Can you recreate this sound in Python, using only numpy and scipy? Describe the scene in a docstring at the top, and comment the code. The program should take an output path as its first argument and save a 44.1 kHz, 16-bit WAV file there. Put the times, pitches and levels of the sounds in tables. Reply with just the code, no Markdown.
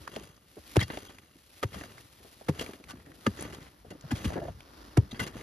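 """A sleeve brushes as the arms swing and earth already spills: cloth friction is two layers of grain noise.
Then a hoe chops into a bank of packed earth outdoors, close by: crushed grains, a crack that rings the
blade's modes, and a slap and heave made by sines that fall in pitch. The blade is dragged free with a
gritty rasp and squeaks; clods land as short ringing knocks, crumbs and sand run after them as random grains."""
import sys
import numpy as np
from scipy import signal
from scipy.fft import rfft, irfft
from scipy.io import wavfile

SR = 44100
rng = np.random.default_rng(int(sys.argv[2]) if len(sys.argv) > 2 else 0)


def unload_audio(sound):
    """Save the sound as a 16-bit wav file, at the path given as the first command line argument."""
    columns = np.transpose(np.atleast_2d(sound))
    # keep every value between -1 and 1, then stretch to whole-number steps
    steps = np.round(np.clip(columns, -1, 1) * 32767)
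    wavfile.write(sys.argv[1], SR, steps.astype(np.int16))


N = 239188
TIME = np.arange(N) / SR
FREQS = np.fft.rfftfreq(N, 1 / SR)
TINY = 1e-18  # keeps recursive filters out of denormal numbers


def from_db(db):
    """Decibels to gain."""
    return 10 ** (np.asarray(db) / 20)


def rms_one(x):
    """Scale to unit rms."""
    return x / np.sqrt(np.mean(x ** 2) + 1e-20)


def over_hz(points):
    """Read a table on a log-frequency axis."""
    hz, value = np.transpose(points)
    return np.interp(np.log(FREQS + 1), np.log(hz), value)


def coloured(x, spectrum):
    """Give a signal a smooth spectrum."""
    return irfft(rfft(x) * from_db(over_hz(spectrum)), N)


# Likeness of the two channels. Each row: frequency in Hz, correlation [0-1].
LIKENESS = [(60, 1), (140, 0.93), (300, 0.87), (550, 0.49), (800, 0.08), (1400, 0.046), (1900, 0.73),
            (3300, 0.81), (5000, 0.17), (6500, 1), (10000, 1), (12000, 0.94)]


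def stereo_noise(spectrum, sizes=1):
    """Random pushes of the given sizes, coloured and partly alike in both channels; rms 1."""
    mid, side = rfft(sizes * rng.standard_normal((2, N)))
    alike = np.clip(over_hz(LIKENESS), 0, 1)
    common = np.sqrt(1 + alike) * mid
    difference = np.sqrt(1 - alike) * side * [[1], [-1]]
    return rms_one(irfft((common + difference) * from_db(over_hz(spectrum)), N))


def grit(spectrum, per_s, spread_db):
    """Grains collide at random moments: many small ones, a few large."""
    born = rng.random(N) < per_s / SR
    sizes = from_db(spread_db * np.minimum(rng.exponential(1, N), 4))
    return stereo_noise(spectrum, born * sizes)


def swell(s, rise, fall, hold=0):
    """A contact builds up to its peak at time s, holds and dies away exponentially."""
    before = (s - TIME) / rise
    after = (TIME - s - hold) / fall
    return np.exp(-np.clip(np.maximum(before, after), 0, 20))


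def unevenness(depth_db, hz):
    """A gain that wavers below the given rate, as when earth gives way in fits."""
    slow = signal.sosfilt(signal.butter(2, hz, fs=SR, output="sos"), rng.standard_normal(N))
    return from_db(depth_db * rms_one(slow))


def resonance(x, hz, q):
    """Pass what lies round one pitch."""
    return signal.lfilter(*signal.iirpeak(hz, q, fs=SR), x + TINY)


BITE_Q, BITE_SHARE = 2.57, 0.52  # how narrowly and how strongly a contact favours its own pitch


def bite(force, hz, share=BITE_SHARE):
    """A contact pushes hardest round one pitch, set by the size and hardness of what is hit."""
    return (1 - share) * force + 2 * share * resonance(force, hz, BITE_Q)


def add(track, s, piece):
    """Lay a short sound into a track at time s."""
    start = int(np.clip(round(s * SR), 0, N))
    track[start:start + len(piece)] += piece[:N - start]


def soil_wave(s, first_hz, last_hz, glide, depth_s, fall, growth):
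    """Yielding soil pushes the air: quick ripples come first, the slow heave last."""
    t = np.arange(SR // 5) / SR
    hz = last_hz + (first_hz - last_hz) * np.exp(-(t / glide) ** 2)
    level = np.minimum((t / depth_s) ** growth, np.exp((depth_s - t) / fall))
    wave = level * np.sin(2 * np.pi * np.cumsum(hz) / SR)
    return np.concatenate([np.zeros(round(s * SR)), wave, np.zeros(N)])[:N]


# Spectrum of the open air. Each row: frequency in Hz, density in dB per Hz.
AIR = [(20, -21), (60, 16.5), (200, -13), (600, 8), (2000, -55), (6000, -19), (12000, -11.5), (15000, -14)]
AIR_DB = -72.5


def air():
    """Still open air: a faint steady noise."""
    return from_db(AIR_DB) * stereo_noise(AIR)


# Dull bumps. Each row: start in seconds, level in dB, final pitch in Hz.
BUMPS = [(.003, -48.5, 81.3), (0.587, -50, 72), (0.786, -31, 32), (1.764, -40.5, 73), (2.94, -52, 90),
         (4.545, -46, 72.5)]


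def bumps():
    """Dull bumps pass through the ground, each falling in pitch."""
    return sum(from_db(db) * soil_wave(s, 1.8 * hz, hz, glide=0.0095, depth_s=0.0069, fall=0.022, growth=0.9)
               for s, db, hz in BUMPS)


# Arm swings. Each row: time of the height in seconds, hiss in dB, flutter in dB,
# time to swell in seconds, time to fade in seconds.
SWINGS = [(.02, -55, -51.5, 0.02, 0.042), (.74, -53, -55.5, 0.14, 0.079), (1.6, -61, -100, 0.19, 0.16),
          (2.0, -63.5, -59, 0.093, 0.016), (2.3, -60, -61.5, 0.62, 1), (3.27, -60.5, -52, 0.055, 0.24),
          (4.1, -103, -50.5, 0.086, 0.18), (4.818, -69.5, -51, 0.23, 0.42)]
# Flutter of the cloth. Each row: frequency in Hz, density in dB per Hz.
CLOTH = [(60, 14.5), (150, -0.5), (310, 8), (500, 2.5), (1400, 2.5), (2300, -8.5), (5300, -7), (8000, -23)]
# Sandy hiss, of cloth and of running sand. Each row: frequency in Hz, density in dB per Hz.
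SAND = [(1000, 1.5), (2200, 2), (3200, 2.5), (4300, 1.5), (5500, -1), (7000, -4), (9800, -8), (12000, -7),
        (14000, -15), (16000, -15)]


def sleeve():
    """Cloth brushes on cloth with each swing: a sandy hiss over a dull flutter."""
    hiss, flutter = np.zeros((2, N))
    for s, hiss_db, flutter_db, rise, fall in SWINGS:
        rub = swell(s, rise, fall)
        hiss += from_db(hiss_db) * rub
        flutter += from_db(flutter_db) * rub
    hiss_noise = unevenness(depth_db=2.0, hz=30.2) * grit(SAND, per_s=7000, spread_db=3.0)
    return hiss * hiss_noise + flutter * grit(CLOTH, per_s=2700, spread_db=0.5)


# Small stones and twigs snapping. Each row: start in seconds, level in dB, favoured pitch in Hz.
TICKS = [(0.0771, -27.5, 1420), (0.1242, -43, 1600), (0.1623, -30.5, 3380), (0.3655, -51, 5000),
         (0.7935, -25, 1700), (0.9275, -47, 2500), (0.9727, -29.5, 2700), (1.185, -38, 2600),
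         (1.731, -38, 2300), (1.7436, -34.5, 1200), (1.811, -32.5, 1900), (1.837, -35, 1600),
         (1.981, -38, 2000), (2.596, -26.5, 2970), (2.612, -35, 3000), (2.6233, -40, 2500),
         (2.6625, -33, 2500), (2.692, -47, 1200), (2.7345, -34.5, 2110), (2.84, -39, 2920), (3, -46, 1500),
         (3.062, -43.5, 1930), (3.118, -43.5, 1800), (3.39, -36, 1800), (3.409, -29.5, 10100),
         (3.4245, -26.5, 10000), (3.449, -37, 2000), (3.53, -39, 1800), (4.0103, -42, 5960),
         (4.305, -42, 1750), (4.3225, -42, 1750), (4.365, -38, 1700), (4.605, -36.5, 2970),
         (5.195, -30, 3500)]
# Spectrum of a snap. Each row: frequency in Hz, density in dB per Hz.
SNAP = [(400, 17), (1500, 14), (3500, 4.5), (6500, 3), (11000, -5), (15000, -21)]
TICK_RISE_S, TICK_FALL_S = 0.000093, 0.0029


def ticks():
    """Short dry cracks of stones and twigs, each with a colour of its own."""
    snap = stereo_noise(SNAP)
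    out = 0
    for s, db, hz in TICKS:
        burst = snap * swell(s + TICK_RISE_S, TICK_RISE_S, TICK_FALL_S)
        out = out + from_db(db) * bite(burst, hz, share=0.65)
    return out


# Modes of the steel blade. Each row: frequency in Hz, width in Hz, level in dB;
# the caller's pitch and damping factors scale frequency and width.
BLADE = [(880, 160, -14.5), (1190, 52, 3.5), (1493, 59, -0.5), (1698, 32, -3.5), (2014, 58, -4),
         (2800, 61, 0.5), (3276, 123, -4), (3910, 110, -10), (4430, 36, -6), (4820, 34, -0.5),
         (5270, 130, -29), (6166, 38, 4), (6840, 110, -3.5), (9770, 94, -2), (11730, 77, -17)]


def blade(force, damping=1, pitch=1):
    """The blade rings in its modes; soil around it damps them."""
    out = 0
    for k, (hz, width_hz, db) in enumerate(BLADE):
        r = np.exp(-np.pi * damping * width_hz / SR)
        poles = [1, -2 * r * np.cos(2 * np.pi * pitch * hz / SR), r * r]
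        mode = signal.lfilter([1, 0, -1], poles, force + TINY)
        out = out + (-1) ** k * from_db(db) * (1 - r * r) / 2 * mode
    return out


# Loosened earth spilling down the slope. Each row: time of the height in seconds, ground rumble in dB,
# crumbs in dB, sand in dB, run-out time of the crumbs in seconds.
SPILLS = [(0.142, -70, -51.5, -59, 0.11), (.24, -54.5, -64, -63.5, 0.074), (0.929, -61, -51, -55, 0.16),
          (1.79, -54.5, -48.5, -56, 0.1), (2.614, -63, -46, -54.5, 0.086), (2.91, -55.5, -57, -87, 0.19),
          (3.441, -49.5, -46, -58, 0.11), (3.92, -52.5, -61.5, -70, 0.043),
          (4.253, -43.5, -44.5, -52, 0.077), (4.367, -39.5, -45.5, -81, 0.024),
          (4.478, -42, -57, -63, 0.046), (5.23, -54, -47, -56, 0.059), (5.38, -55, -49, -59, 0.099)]
SPILL_RISE_S = 0.065
RUMBLE_REST_DB, CRUMBS_REST_DB, SAND_REST_DB = -69.5, -78.5, -86  # the slope never quite settles
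RUMBLE_LINGERS, SAND_LINGERS = 1.26, 0.97  # run-out time relative to the crumbs


def spill_flow():
    """Each spill gathers and runs out: strengths of its rumble, crumbs and sand, summed as power."""
    rest = from_db([RUMBLE_REST_DB, CRUMBS_REST_DB, SAND_REST_DB])
    power = np.outer(rest ** 2, np.ones(N))
    for s, *levels_db, fall in SPILLS:
        for k, lingers in enumerate((RUMBLE_LINGERS, 1, SAND_LINGERS)):
            power[k] += (from_db(levels_db[k]) * swell(s, SPILL_RISE_S, lingers * fall)) ** 2
    return np.sqrt(power)


def pebbles(level, low_hz, high_hz, per_s, cycles, count=28):
    """Hard crumbs bounce at random, each ringing briefly at a pitch picked at random."""
    born = rng.random(N) < per_s / SR
    sizes = from_db(1.4 * np.minimum(rng.exponential(1, N), 3))
    hits = born * sizes * rng.choice([-1, 1], N)
    dealt = rng.integers(0, count, N)
    out = 0
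    for k, hz in enumerate(np.geomspace(low_hz, high_hz, count)):
        r = from_db(-60 * hz / (cycles * SR))  # down 60 dB after the given cycles
        w = 2 * np.pi * hz / SR
        ping = signal.lfilter([0, np.sin(w)], [1, -2 * r * np.cos(w), r * r], hits * (dealt == k) + TINY)
        out = out + ping * from_db(rng.normal(0, 1.0, (2, 1)))
    return level * rms_one(out)


# Rumble of the ground. Each row: frequency in Hz, density in dB per Hz.
RUMBLE = [(20, -28), (45, 4.5), (80, 5.5), (150, 2), (260, -9.5), (500, -19.5), (1200, -66)]
# Patter of crumbs. Each row: frequency in Hz, density in dB per Hz.
CRUMBS = [(120, 22), (300, 19.5), (550, 15.5), (900, -4), (1400, 11.5), (2000, 10), (3000, -18),
          (6000, -64)]


def sliding_earth(rumble, crumbs, sand):
    """Crumbs patter and sand hisses down the slope and over the blade, in small clusters."""
    fits = unevenness(depth_db=2.8, hz=90)
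    ground = rumble * grit(RUMBLE, per_s=360, spread_db=3.5)
    patter = crumbs * grit(CRUMBS, per_s=1100, spread_db=3.0)
    patter = patter + pebbles(from_db(-3.5) * crumbs, 378, 2830, per_s=700, cycles=12.0)
    trickle = from_db(1.5) * sand * grit(SAND, per_s=3000, spread_db=1.5)
    ring = from_db(13) * blade(sand * stereo_noise(SAND))
    return ground + fits * (patter + trickle + ring)


# Coarse grit, dragged or bouncing. Each row: frequency in Hz, density in dB per Hz.
COARSE = [(200, 5), (600, -1), (1000, -2), (1400, -1), (2050, -3.5), (2700, -8.5), (4500, -16), (7000, -45),
          (15000, -37)]
CHIPS_PER_S, CHIP_FALL_S = 65, 0.0043
CHIP_DB = 7.5  # gain over the crumbs' strength
CHIP_SPREAD_DB = 14  # between the largest and the smallest


def chips(flow):
    """Hard chips bounce at random in a spill, each a short gritty click at one of three pitches."""
    out = 0
    for hz in np.geomspace(1100, 4200, 3):
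        born = rng.random(N) < CHIPS_PER_S / (3 * SR)
        hits = born * from_db(-CHIP_SPREAD_DB * rng.random(N))
        clicks = signal.lfilter([1], [1, -np.exp(-1 / (CHIP_FALL_S * SR))], hits + TINY)
        out = out + bite(clicks * stereo_noise(COARSE), hz)
    return from_db(CHIP_DB) * flow * out


# Blade dragged over grit. Each row: start in seconds, length in seconds, level in dB,
# share of fine sharp grains [0-1], blade drive over the rasp in dB, pitch of the bite in Hz.
SCRAPES = [(0.155, 0.013, -43.5, 0.52, -3, 3300), (0.8036, 0.014, -33, 0.53, 11.5, 3400),
           (0.827, 0.0036, -34, 0.58, 10, 3970), (0.902, 0.005, -38.5, 0, 9.5, 2200),
           (0.933, 0.006, -42.5, 0.02, 8, 2680), (1.096, .014, -48.5, 0.36, 5, 1900),
           (1.734, 0.016, -42.5, 0.48, 11, 2400), (2.592, 0.0032, -34.5, 0.53, 10.5, 2870),
           (2.61, 0.01, -37.5, 0.7, 8, 2800), (2.886, 0.029, -49, 0.85, 12.5, 1560),
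           (3.372, 0.047, -50.5, 0.6, 15.5, 6070), (3.444, 0.017, -51, 0.43, 18, 2050),
           (3.525, 0.026, -50, 0.7, 12.5, 2020), (3.605, 0.08, -52.5, 0.36, -1, 1970),
           (3.905, 0.0065, -48.5, 0.68, 12.5, 1920), (4.108, 0.0024, -40.5, 0.28, 19.5, 2120),
           (4.114, 0.0049, -35.5, 0.73, -3, 1900), (4.153, 0.029, -41.5, 0.53, 4, 3200),
           (4.245, 0.0075, -33, 0.45, 4, 2660), (4.333, 0.013, -41.5, 0.23, 9.5, 1880),
           (5.112, 0.0045, -50.5, 0.76, 18, 3950), (5.147, 0.0093, -47, 0.15, 12, 3040),
           (5.1952, 0.014, -34, 0.53, 15.5, 1910), (5.227, 0.0073, -38, 0.65, 12, 3450),
           (5.268, 0.011, -37.5, 0.4, 8, 1980)]
# Fine sharp grit. Each row: frequency in Hz, density in dB per Hz.
FINE = [(500, 4), (1500, 0), (3000, -0.5), (4500, -0.5), (6500, -4.5), (8500, -8), (11000, -16),
        (15000, -19)]
SCRAPE_RISE_S, SCRAPE_FALL_S = 0.0015, 0.0073


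def scrapes():
    """Grit catches on the blade in fits as it is levered and drawn out; clear of the soil, the steel rings on."""
    coarse = grit(COARSE, per_s=6700, spread_db=3.5)
    fine = grit(FINE, per_s=8000, spread_db=3.5)
    fits = unevenness(depth_db=1.5, hz=206)
    rasp, drive = np.zeros((2, 2, N))
    for s, length, db, share, ring_db, bite_hz in SCRAPES:
        pressure = from_db(db) * fits * swell(s, SCRAPE_RISE_S, SCRAPE_FALL_S, hold=length)
        stroke = pressure * ((1 - share) * coarse + share * fine)
        rasp += stroke
        drive += from_db(ring_db) * bite(stroke, bite_hz)
    return rasp + blade(drive, damping=0.78)


# A lump and the ground it lands on. Each row: ratio to the lump's pitch, level in dB.
LUMP_MODES = [(.58, -8.5), (.95, 1.5), (1.4, -10)]
LUMP_DECAY_CYCLES, LUMP_BUILD_UP_CYCLES, LUMP_SCATTER_OCTAVES = 1.53, .6, .05
TOUCH_DB, TOUCH_FALL_S = -13.5, 0.0015
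TOUCH_BRIGHTNESS = 1.8  # top of the touch as a multiple of the lump's pitch


def knock(hz):
    """A dry landing: a gritty touch, then lump and ground ring for a cycle or two, never twice alike."""
    t = np.arange(SR // 20) / SR
    body = 0
    for ratio, db in LUMP_MODES:
        pitch = hz * ratio * 2 ** rng.normal(0, LUMP_SCATTER_OCTAVES)
        body = body + from_db(db) * np.exp(-t * pitch / LUMP_DECAY_CYCLES) * np.sin(2 * np.pi * pitch * t)
    body = body * (1 - np.exp(-t * hz / LUMP_BUILD_UP_CYCLES))
    dull = signal.butter(2, min(TOUCH_BRIGHTNESS * hz, SR / 4), fs=SR, output="sos")
    touch = rms_one(signal.sosfilt(dull, rng.standard_normal(len(t)))) * np.exp(-t / TOUCH_FALL_S)
    return body + from_db(TOUCH_DB) * touch


LUMPS_PER_S = 81  # at full flow
LUMP_DB = -1.5  # largest lump, over the crumbs' strength
LUMP_HZ, LUMP_SPREAD_OCTAVES = 450, 0.8  # middle pitch, spread either way


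def small_lumps(flow, count=900):
    """Lumps land at random, harder and more often where more earth runs: rows of (s, dB, Hz)."""
    wait, size, pitch, luck = rng.random((count, 4)).T
    s = np.cumsum(2 * wait / LUMPS_PER_S)
    strength = np.interp(s, TIME, flow)
    db = 20 * np.log10(strength) + LUMP_DB - 6 * size
    hz = LUMP_HZ * 2 ** (LUMP_SPREAD_OCTAVES * (2 * pitch - 1))
    lands = (s < TIME[-1]) & (luck < np.sqrt(strength / flow.max()))
    return np.transpose([s, db, hz])[lands]


# The biggest clods landing. Each row: start in seconds, relative level in dB, pitch in Hz,
# time to break up in seconds.
CLODS = [(.1625, -30.5, 555, 0.0051), (.174, -36.5, 375, 0.0057), (.21, -44, 393, 0.0056),
         (.568, -41, 436, 0.011), (.579, -43.5, 302, 0.0082), (0.821, -25, 120, 0.0049),
         (.906, -38, 457, .006), (0.938, -37, 380, .008), (.973, -30, 610, 0.0043),
         (1.356, -50, 304, 0.006), (1.743, -39, 690, 0.0065), (1.76, -35, 194, 0.0088),
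         (1.81, -38.5, 515, 0.0074), (1.838, -38.5, 630, 0.0038), (2.202, -48, 400, 0.011),
         (2.246, -42.5, 494, 0.013), (2.411, -41, 670, 0.0079), (2.611, -28, 462, 0.0054),
         (2.623, -45, 450, .005), (2.662, -43, 420, 0.011), (2.6911, -33.5, 400, 0.0032),
         (2.735, -42.5, 420, 0.011), (2.799, -44, 388, 0.011), (2.933, -42.5, 258, 0.0051),
         (3.067, -46, 308, 0.066), (3.39, -38, 400, 0.012), (3.447, -39, 495, 0.01), (3.53, -43, 442, .014),
         (3.846, -45.5, 493, 0.018), (3.909, -39.5, 425, 0.019), (3.918, -40, 187, 0.0053),
         (3.952, -41, 558, 0.0038), (4.039, -36, 158, 0.0055), (4.115, -28.5, 225, 0.0042),
         (4.302, -31, 654, 0.0067), (4.3215, -32.5, 637, 0.0075), (4.356, -25.5, 444, 0.019),
         (4.3635, -28, 635, 0.0098), (4.3745, -28.5, 477, 0.0068), (4.386, -42, 597, 0.01),
         (4.417, -32, 590, 0.015), (4.424, -37, 380, 0.018), (4.45, -36.5, 597, 0.016),
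         (4.481, -33.5, 633, 0.01), (5.127, -32, 230, 0.0036), (5.213, -27, 202, 0.0045),
         (5.28, -39.5, 400, .012), (5.354, -35.5, 259, 0.0036)]
FRAGMENT_DB, FRAGMENT_LOSS_DB = -4.5, 4  # level against the clod, loss per break-up time


def fragments(count=4):
    """Each big clod sheds pieces that land unevenly after it, ever more weakly: rows of (s, dB, Hz)."""
    rows = []
    for s, db, hz, breakup_s in CLODS:
        after = np.cumsum(rng.uniform(0.15, 0.75, count))
        piece_db = db + FRAGMENT_DB - FRAGMENT_LOSS_DB * after
        rows += zip(s + after * breakup_s, piece_db, hz * 2 ** rng.uniform(-0.53, 0.62, count))
    return rows


# A lump breaking up as it lands. Each row: frequency in Hz, density in dB per Hz.
CRUMBLE = [(100, -23), (280, 8), (450, 3), (700, 9), (1050, -8), (1750, -1.5), (2400, -33), (5000, -35),
           (12000, -70)]


def clods(flow):
    """Lumps land with dry knocks; the big ones break up into a tumble of pieces and crumbs."""
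    pats = np.zeros(N)
    for s, db, hz, *_ in [*CLODS, *fragments(), *small_lumps(flow)]:
        add(pats, s + 0.000985, from_db(db) * knock(hz))
    pieces = grit(CRUMBLE, per_s=1800, spread_db=1.5)
    crumble = 0
    for s, db, hz, breakup_s in CLODS:
        burst = pieces * swell(s + 0.0018, rise=0.00095, fall=breakup_s)
        crumble = crumble + from_db(db) * bite(burst, hz)
    return from_db(3.0) * pats + from_db(-5.0) * crumble


# Modes of the wooden handle. Each row: frequency in Hz, width in Hz, level in dB.
HANDLE = [(305, 41, 0), (400, 19.4, 1.5), (528, 28, 0), (695, 83, 4), (924, 26, -10)]


def handle(knocks):
    """The wooden handle knocks in its bending modes."""
    out = 0
    for k, (hz, width_hz, db) in enumerate(HANDLE):
        r, w = np.exp(-np.pi * width_hz / SR), 2 * np.pi * hz / SR
        mode = signal.lfilter([0, np.sin(w)], [1, -2 * r * np.cos(w), r * r], knocks + TINY)
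        out = out + (-1) ** k * from_db(db) * mode
    return out


# Blows. Each row: start in seconds, slap in dB, first slap pitch in Hz, time to the slap's peak in seconds,
# heave in dB, final heave pitch in Hz, time to full depth in seconds, crunch in dB,
# head start of the crunch in seconds, crunch length in seconds, crack in dB, delay of the crack in seconds,
# relative blade strike in dB, pitch of the bite in Hz, relative handle knock in dB.
BLOWS = [(0.7642, -15.5, 487, 0.0064, -12.5, 98.4, 0.017, -28.5, 0.0055, 0.0084, -14.5, 0.0037, -30, 1880, -31),
         (1.631, -26, 565, 0.0078, -26, 95.7, 0.026, -28, 0.0011, 0.006, -28, 0.0021, -21.5, 1120, -30),
         (2.486, -19.5, 570, 0.0067, -18.5, 144, 0.012, -32.5, .0012, 0.0093, -30, 0.00047, -29, 1410, -22),
         (3.264, -23.5, 554, 0.0055, -17.5, 198, 0.013, -32.5, .0003, 0.0064, -27, .0018, -14, 1510, -24),
         (4.115, -26.5, 304.5, 0.0167, -23.5, 98, 0.024, -36, 0.0009, 0.0048, -30, 0.00139, -32, 2100, -68),
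         (4.252, -24, 272, 0.0089, -23, 65.6, 0.03, -52, .001, 0.015, -44, 0.0016, -32, 2580, -60),
         (4.972, -14, 435, 0.006, -8.5, 105.6, 0.015, -29.5, 0.00074, 0.0034, -18.5, 0.0027, -32, 2400, -23.5)]
# Grains crushed at the edge. Each row: frequency in Hz, density in dB per Hz.
CRUNCH = [(150, 1), (400, -2), (800, 6), (1300, 1.5), (2500, -4.5), (4000, -12.5), (7000, -15.5),
          (11000, -22.5), (15000, -31)]
# The edge cracking into packed earth. Each row: frequency in Hz, density in dB per Hz.
CRACK = [(200, -8), (750, 14.5), (1400, -6.5), (2300, -2.5), (3800, -10.5), (6000, -9), (9000, -15.5),
         (15000, -32)]
CRUNCH_RISE_S, CRUNCH_FALL_S = .0007, 0.0053
CRACK_RISE_S, CRACK_FALL_S = .0002, 0.0013
BURIED_PITCH, BURIED_DAMPING = 1.02, 1.4  # the grip of the soil raises and widens the blade's modes
SWAY_HZ = 74.1  # of the bank, for a heave of 100 Hz


def chops():
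    """Each blow crushes grains, cracks, rings blade and handle, slaps, then heaves and shudders the bank."""
    slap, thud, crush, jolt, edge, knocks, shudder = np.zeros((7, N))
    for (s, slap_db, slap_hz, slap_s, heave_db, heave_hz, depth_s, crunch_db, lead, length,
         crack_db, delay, ring_db, bite_hz, knock_db) in BLOWS:
        slap += from_db(slap_db) * soil_wave(
            s, slap_hz, 0.269 * slap_hz, 1.77 * slap_s, slap_s, fall=0.0062, growth=0.96)
        thud += from_db(heave_db) * soil_wave(
            s, 1.5 * heave_hz, heave_hz, depth_s, depth_s, fall=.008, growth=2)
        # the loosened mass of the bank sways too, and dies away later
        sway_hz = SWAY_HZ * (heave_hz / 100) ** 0.42
        thud += from_db(heave_db - 11.5) * soil_wave(
            s, 1.41 * sway_hz, sway_hz, depth_s, depth_s, fall=0.019, growth=0.97)
        crush += from_db(crunch_db) * swell(s - lead, CRUNCH_RISE_S, CRUNCH_FALL_S, hold=length)
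        # the edge meets packed earth and stops short
        jolt += from_db(crack_db) * swell(s + delay, CRACK_RISE_S, CRACK_FALL_S)
        strike = signal.unit_impulse(N, round((s + delay) * SR))
        edge += from_db(ring_db) * bite(strike, bite_hz)
        knocks += from_db(knock_db) * strike
        shudder += from_db(heave_db) * swell(s + depth_s, rise=0.0017, fall=0.034)
    crunch = crush * grit(CRUNCH, per_s=14000, spread_db=4.0)
    crack = jolt * stereo_noise(CRACK)
    # the soil cushions the edge, so the lower modes take most of the blow
    cushioned = signal.sosfilt(signal.butter(2, 3200, fs=SR, output="sos"), edge + TINY)
    drive = from_db(32) * cushioned + from_db(-4.5) * crunch
    steel = blade(drive, damping=BURIED_DAMPING, pitch=BURIED_PITCH)
    bank = from_db(-22.0) * shudder * stereo_noise(RUMBLE)
    # the edge catches and slips on its way in
    jerks = unevenness(depth_db=2.2, hz=600)
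    return slap * jerks + thud + crunch + crack + steel + from_db(-8) * handle(knocks) + bank


# Blade squeaking on a stone. Each row: start in seconds, length in seconds, level in dB, pitch in Hz.
SQUEAKS = [(.794, .003, -37.5, 3930), (0.803, .004, -36, 1920), (0.807, .007, -38, 3150),
           (0.8144, 0.0039, -30, 2090), (.827, .003, -35, 1930), (.828, .003, -43, 5250),
           (1.085, .004, -54.5, 3250), (3.907, 0.0088, -52.5, 1970), (5.113, 0.0042, -48, 3820),
           (5.158, .012, -58, 4800), (5.198, 0.0094, -36, 2050), (5.228, 0.027, -53, 3300)]
SQUEAK_Q, SQUEAK_FALL_S = 11.3, 0.0064


def squeaks():
    """Where the blade sticks and slips on a stone, the rubbing gathers round one pitch."""
    rub = stereo_noise(FINE)
    out = 0
    for s, length, db, hz in SQUEAKS:
        tone = rms_one(resonance(resonance(rub, hz, SQUEAK_Q), hz, SQUEAK_Q))
        out = out + from_db(db) * swell(s, SCRAPE_RISE_S, SQUEAK_FALL_S, hold=length) * tone
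    return out


def scene():
    """All the sources in still open air."""
    rumble, crumbs, sand = spill_flow()
    earth = bumps() + ticks() + sliding_earth(rumble, crumbs, sand) + chips(crumbs) + clods(crumbs)
    return air() + sleeve() + earth + scrapes() + chops() + squeaks()


# Phase between the ports. Each row: frequency in Hz, lead of the left port in radians.
PORT_PHASE = [(0, 0), (720, -.5), (900, .4), (1220, .7), (1400, -2.3), (1560, -3.3), (1760, -5.9),
              (2900, -5.3), (4900, -5.8), (5500, -7.1), (7400, -8.3), (8400, -9.45), (9400, -10.3),
              (11200, -12.4), (13600, -12.7), (14400, -15.2)]
# Balance of the ports. Each row: frequency in Hz, excess of the left port in dB.
PORT_BALANCE = [(130, 1.7), (270, 0.5), (1000, 1), (2000, -0.4), (4000, 3.4), (11000, -0.7)]
# Colour of the housing. Each row: frequency in Hz, gain in dB.
MIC_COLOUR = [(18, -20), (30, -29), (50, 1.5), (230, 1.5), (305, 3), (400, -0.5), (560, -0.5), (780, -1),
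              (1000, -1), (7000, 0.5), (9000, 8), (12000, 4.5), (15500, -5.5)]
CUTOFF_HZ = 15500


def record(dry):
    """Two microphone ports differ in phase and level; the housing colours the sound; the top is cut."""
    lead = np.interp(FREQS, *np.transpose(PORT_PHASE))
    turn = np.exp(-1j * lead * np.array([[0], [1]]))  # only the right port is turned
    balance = from_db(over_hz(PORT_BALANCE) * np.array([[1], [-1]]) / 2)
    ports = irfft(rfft(dry) * turn * balance, N)
    top_cut = signal.ellip(10, .1, 80, CUTOFF_HZ, fs=SR, output="sos")
    return signal.sosfilt(top_cut, coloured(ports, MIC_COLOUR))


dry = scene()
out = record(dry)
unload_audio(out)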